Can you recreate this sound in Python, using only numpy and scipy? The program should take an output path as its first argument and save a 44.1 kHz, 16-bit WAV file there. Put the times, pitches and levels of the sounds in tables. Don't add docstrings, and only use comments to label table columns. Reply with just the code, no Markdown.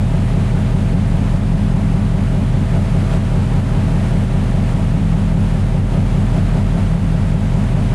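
import sys
import numpy as np
from scipy import signal
from scipy.fft import rfft, irfft
from scipy.io import wavfile
from scipy.ndimage import uniform_filter1d, minimum_filter1d, map_coordinates

SR = 44100
rng = np.random.default_rng(int(sys.argv[2]) if len(sys.argv) > 2 else 0)


def to_linear_factor(level_db):
    exponent = np.asarray(level_db, float) / 20
    return 10 ** exponent


def store_wav(level_fs):
    pcm = np.round(np.clip(np.atleast_2d(level_fs), -1, 1) * 32767)
    wavfile.write(sys.argv[1], SR, pcm.T.astype(np.int16))


N = 350154
CYCLE_HZ = 5.0
SLOW = 16


def unit(x):
    return x / np.sqrt(np.mean(np.abs(x) ** 2) + 1e-20)


def along(points, hz):
    f, v = np.transpose(points)
    return np.interp(np.log(hz + 1), np.log(f + 1), v)


def curves(rows, t):
    s, *cols = np.transpose(rows)
    return [np.interp(t, s, c) for c in cols]


def wobble(rate, t):
    return map_coordinates(rng.standard_normal(400), [t * rate], mode="wrap")


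def rush(spectrum, patchy_db):
    z = signal.stft(rng.standard_normal(N + SR), nperseg=512)[2]
    field = uniform_filter1d(rng.standard_normal(z.shape), size=6, axis=0)
    field = uniform_filter1d(field, size=12, axis=1)
    x = signal.istft(z * to_linear_factor(patchy_db * unit(field)), nperseg=512)[1][:N + SR]
    response = to_linear_factor(along(spectrum, np.fft.rfftfreq(len(x), 1 / SR)))
    return unit(irfft(rfft(x) * response, len(x))[:N])


# time in seconds, crank lead in ms, second engine's lead over the first in ms.
GOVERNOR_LEAD = [(0, 1.2, -3), (.5, 1.4, -1.5), (1, 1.2, -.4), (1.5, 1.1, .1), (2.2, .6, -.2),
                 (3, .1, -2.5), (3.6, -.1, -2.9), (4.2, .1, -2.8), (4.6, .1, -1.5), (5, -.5, .4),
                 (5.7, -2.3, 4.1), (6.2, -3.4, 4.4), (6.6, -3.6, 3.3), (7, -3.1, 1.8), (7.5, -1.4, 0),
                 (8, -.1, -1.8)]


def crank(t):
    return CYCLE_HZ * (t + curves(GOVERNOR_LEAD, t)[0] / 1000)


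# time in seconds, exposure in dB.
HULL_ROLL = [(0, 0), (.45, 1), (1.5, 0), (2.4, -0.3), (3.0, 1.1), (4.1, 1.3), (4.7, 0.6), (5.1, 0),
             (5.8, 0.1), (6.5, 0.9), (7.2, -0.2), (7.94, 1)]
# time in seconds, height in dB.
WAVE_SLAPS = [(.15, 2), (2.75, 2), (3.14, 2.5), (3.78, 0), (4.05, 1), (4.45, 0), (4.7, 1.5), (5.93, 1.5),
              (6.37, 1.5), (6.57, 1.5), (6.8, 1)]


def seaway(t):
    half_length_s = 0.023
    slaps = sum(db * np.exp(-((t - s) / half_length_s) ** 2 / 2) for s, db in WAVE_SLAPS)
    return curves(HULL_ROLL, t)[0] + slaps


def puffs(t):
    lean_factor = 1.4
    depth_db, place_in_cycle, unevenness = 3.0, .85, .35
    surge = np.cos(2 * np.pi * (crank(t) - place_in_cycle))
    return lean_factor * seaway(t) + depth_db * (1 + unevenness * wobble(1.356, t)) * surge


# frequency in Hz, delay in ms.
BAND_DELAY = [(37.5, 163), (42.5, 97), (47.5, 16), (67, 135), (92.5, 11), (97.5, 54), (102.5, 15),
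              (112.5, 116), (122.5, 94), (132.5, 174), (167.5, 131), (177.5, 187), (197, 185), (205, 240)]


def order_phases(hz):
    delay_s = along(BAND_DELAY, hz + CYCLE_HZ / 2) / 1000
    phase = -2 * np.pi * np.cumsum(CYCLE_HZ * delay_s)
    blur = np.clip(hz / 100 - 2.1, 0, 3)
    return np.r_[0, phase[:-1]] + blur * rng.standard_normal(len(hz))


# cycle order, level in dB rms.
STRONG_ORDERS = [(7, -32.5), (8, -21.2), (9, -27.4), (10, -37.9), (14, -33.4), (15, -44.7), (18, -24.9),
                 (19, -24.5), (20, -33.9), (21, -40.2), (23, -43.8), (24, -27.0), (25, -29.9), (26, -30.2),
                 (27, -28.1), (28, -42.9), (29, -37.6), (30, -39.1), (31, -42.2), (32, -39.2), (33, -25.3),
                 (34, -35.9), (35, -29.0), (36, -35.2), (37, -35.9), (39, -38.9), (40, -35.5), (41, -27.1),
                 (42, -38.9), (44, -43.7),
                 (48, -55.7), (49, -45.6), (50, -37.8), (51, -44.7), (52, -52.3), (53, -50.1), (54, -44.7),
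                (59, -51.3), (64, -53.3), (69, -55.3), (72, -55.2), (76, -51.8), (77, -46.0), (78, -51.8),
                (79, -53.0), (82, -53.5), (92, -54.9), (94, -54.6), (95, -51.4), (107, -48.8), (114, -54.2),
                (125, -51.7), (128, -54.4), (131, -55.8), (132, -51.7), (133, -53.7), (140, -54.8),
                (142, -55.7)]
# frequency in Hz, level in dB rms.
WEAK_ORDERS = [(15, -77), (60, -82), (215, -83), (240, -84), (330, -57), (460, -62), (510, -58), (600, -62),
               (740, -64), (815, -59), (865, -62.5), (920, -67.5), (955, -59), (1000, -77)]


def first_engine(t, order, phase):
    hz = order * CYCLE_HZ
    level_db = along(WEAK_ORDERS, hz) + 3 * rng.standard_normal(len(order))
    for k, db in STRONG_ORDERS:
        level_db[round(k) - order[0]] = db
    plating_db = 0.6 * puffs(t)
    x, turn = np.zeros(len(t)), 2 * np.pi * crank(t)
    for k, f, db, p in zip(order, hz, level_db, phase):
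        depth = min(.04 + .0006 * f, .22)
        waver = 1 + depth * (wobble(2.5, t) + 1j * wobble(2.5, t))
        load_db = 0.7 if f < 62 else 1.1 if f < 290 else plating_db + 3.0
        x += to_linear_factor(db + load_db) * np.sqrt(2) * np.real(waver * np.exp(1j * (k * turn + p)))
    return x


# cycle
# order, level in dB rms, lead in ms at which it falls in step with the first engine's phase.
TWIN_ORDERS = [(7, -42.5, -5.9), (8, -37, 9.2), (9, -36.5, 3.5), (13, -47, 2), (14, -47, -2.7),
               (16, -43, 5.5), (20, -33.4, 3), (21, -35.4, .9), (23, -41.3, .8), (24, -32.8, -1.6),
               (30, -36, -1.5), (31, -35, -1.1), (32, -35.4, 2.1), (33, -31.5, 1.45), (34, -40.5, -.3)]


def second_engine(t, order, phase):
    ahead_ms = curves(GOVERNOR_LEAD, t)[1]
    x = np.zeros(len(t))
    for k, db, step_ms in TWIN_ORDERS:
        turn = 2 * np.pi * (crank(t) + CYCLE_HZ * (ahead_ms - step_ms) / 1000)
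        x += to_linear_factor(db) * np.sqrt(2) * np.cos(k * turn + phase[round(k) - order[0]])
    return x


# frequency in Hz, level in dB rms.
PUMP_TONES = [
    (54, -49),
    (269.9, -40.5),
    (272.7, -46),
]


def pump(t):
    x = np.zeros(len(t))
    for f, db in PUMP_TONES:
        x += to_linear_factor(db) * np.sqrt(2) * np.sin(2 * np.pi * f * t + 1.9 * wobble(1.93, t))
    return x


def engines():
    t = np.arange(N // SLOW + 2) * SLOW / SR
    order = np.arange(4, 204)
    phase = order_phases(order * CYCLE_HZ)
    x = first_engine(t, order, phase) + second_engine(t, order, phase) + pump(t)
    return signal.resample_poly(x, SLOW, 1)[:N]


# frequency in Hz, spectrum level in dB per Hz.
RUMBLE_SPECTRUM = [(12, -40), (27, -17), (45, -15), (70, -16), (100, -8), (114, -9), (135, -5), (162, 0),
                   (197, -10), (221, -6), (250, -19), (272, -9), (295, -17), (500, -120)]
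# frequency in Hz, spectrum level in dB per Hz.
ROAR_SPECTRUM = [(150, -6.5), (260, 0), (323, -8), (384, -10), (428, -9), (470, -6.5), (503, -18),
                 (645, -3), (748, -15), (839, -17.5), (973, -21.5), (1030, -25), (1300, -20.5), (1690, -54),
                 (2860, -120)]


def gas():
    t = np.arange(N) / SR
    flutter_db = 1.3 * np.cos(12 * 2 * np.pi * crank(t))
    puff_db = puffs(t) + flutter_db + 0.9 * wobble(12, t)
    roar = to_linear_factor(-32) * unit(to_linear_factor(puff_db) * rush(ROAR_SPECTRUM, patchy_db=0.5))
    rumble = to_linear_factor(-26.5 + 2.1 * wobble(3.07, t)) * rush(RUMBLE_SPECTRUM, patchy_db=1.6)
    return roar + rumble


# frequency in Hz, spectrum level in dB per Hz.
WASH_SPECTRUM = [(500, -42), (900, -1.5), (1100, -2.5), (2000, -6.5), (3000, -10.5), (4200, -16),
                 (5700, -21), (6600, -20.5), (9800, -22), (11000, -27.5), (12500, -38), (14000, -42),
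                 (15700, -50), (16500, -120)]


def sea():
    t = np.arange(N) / SR
    flicker_db = 0.083 * wobble(30, t) + .3 * wobble(6, t)
    wash = unit(to_linear_factor(flicker_db) * rush(WASH_SPECTRUM, patchy_db=-0.22))
    return to_linear_factor(-36.5 + seaway(t)) * wash


# time in seconds, depth in dB.
GAIN_DIPS = [(1.37, 5.5), (3.18, 5), (3.6, 6.5), (4.25, 5), (5.8, 5.5), (6.96, 5.5), (7.36, 4)]


def ducking():
    t = np.arange(N) / SR
    attack_s, release_s = 0.018, 0.043
    dip_db = np.zeros(N)
    for s, db in GAIN_DIPS:
        after = np.maximum(t - s, 0)
        dip_db += db * (1 - np.exp(-after / attack_s)) * np.exp(-after / release_s)
    return to_linear_factor(-dip_db)


def scene():
    return (engines() + gas() + sea())[None]


def band_limit(x):
    return signal.sosfilt(signal.butter(12, 15720, fs=SR, output="sos"), x)


def record(dry):
    top, crest = 0.58, .54
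    dry = dry * ducking()
    need = np.minimum(1, top / (np.abs(dry) + 1e-9))
    gain = uniform_filter1d(minimum_filter1d(need, size=1500), size=1400)
    held = dry * gain
    rounded = held / (1 + np.abs(held / crest) ** 6) ** (1 / 6)
    return band_limit(rounded)


dry = scene()
out = record(dry)
store_wav(out)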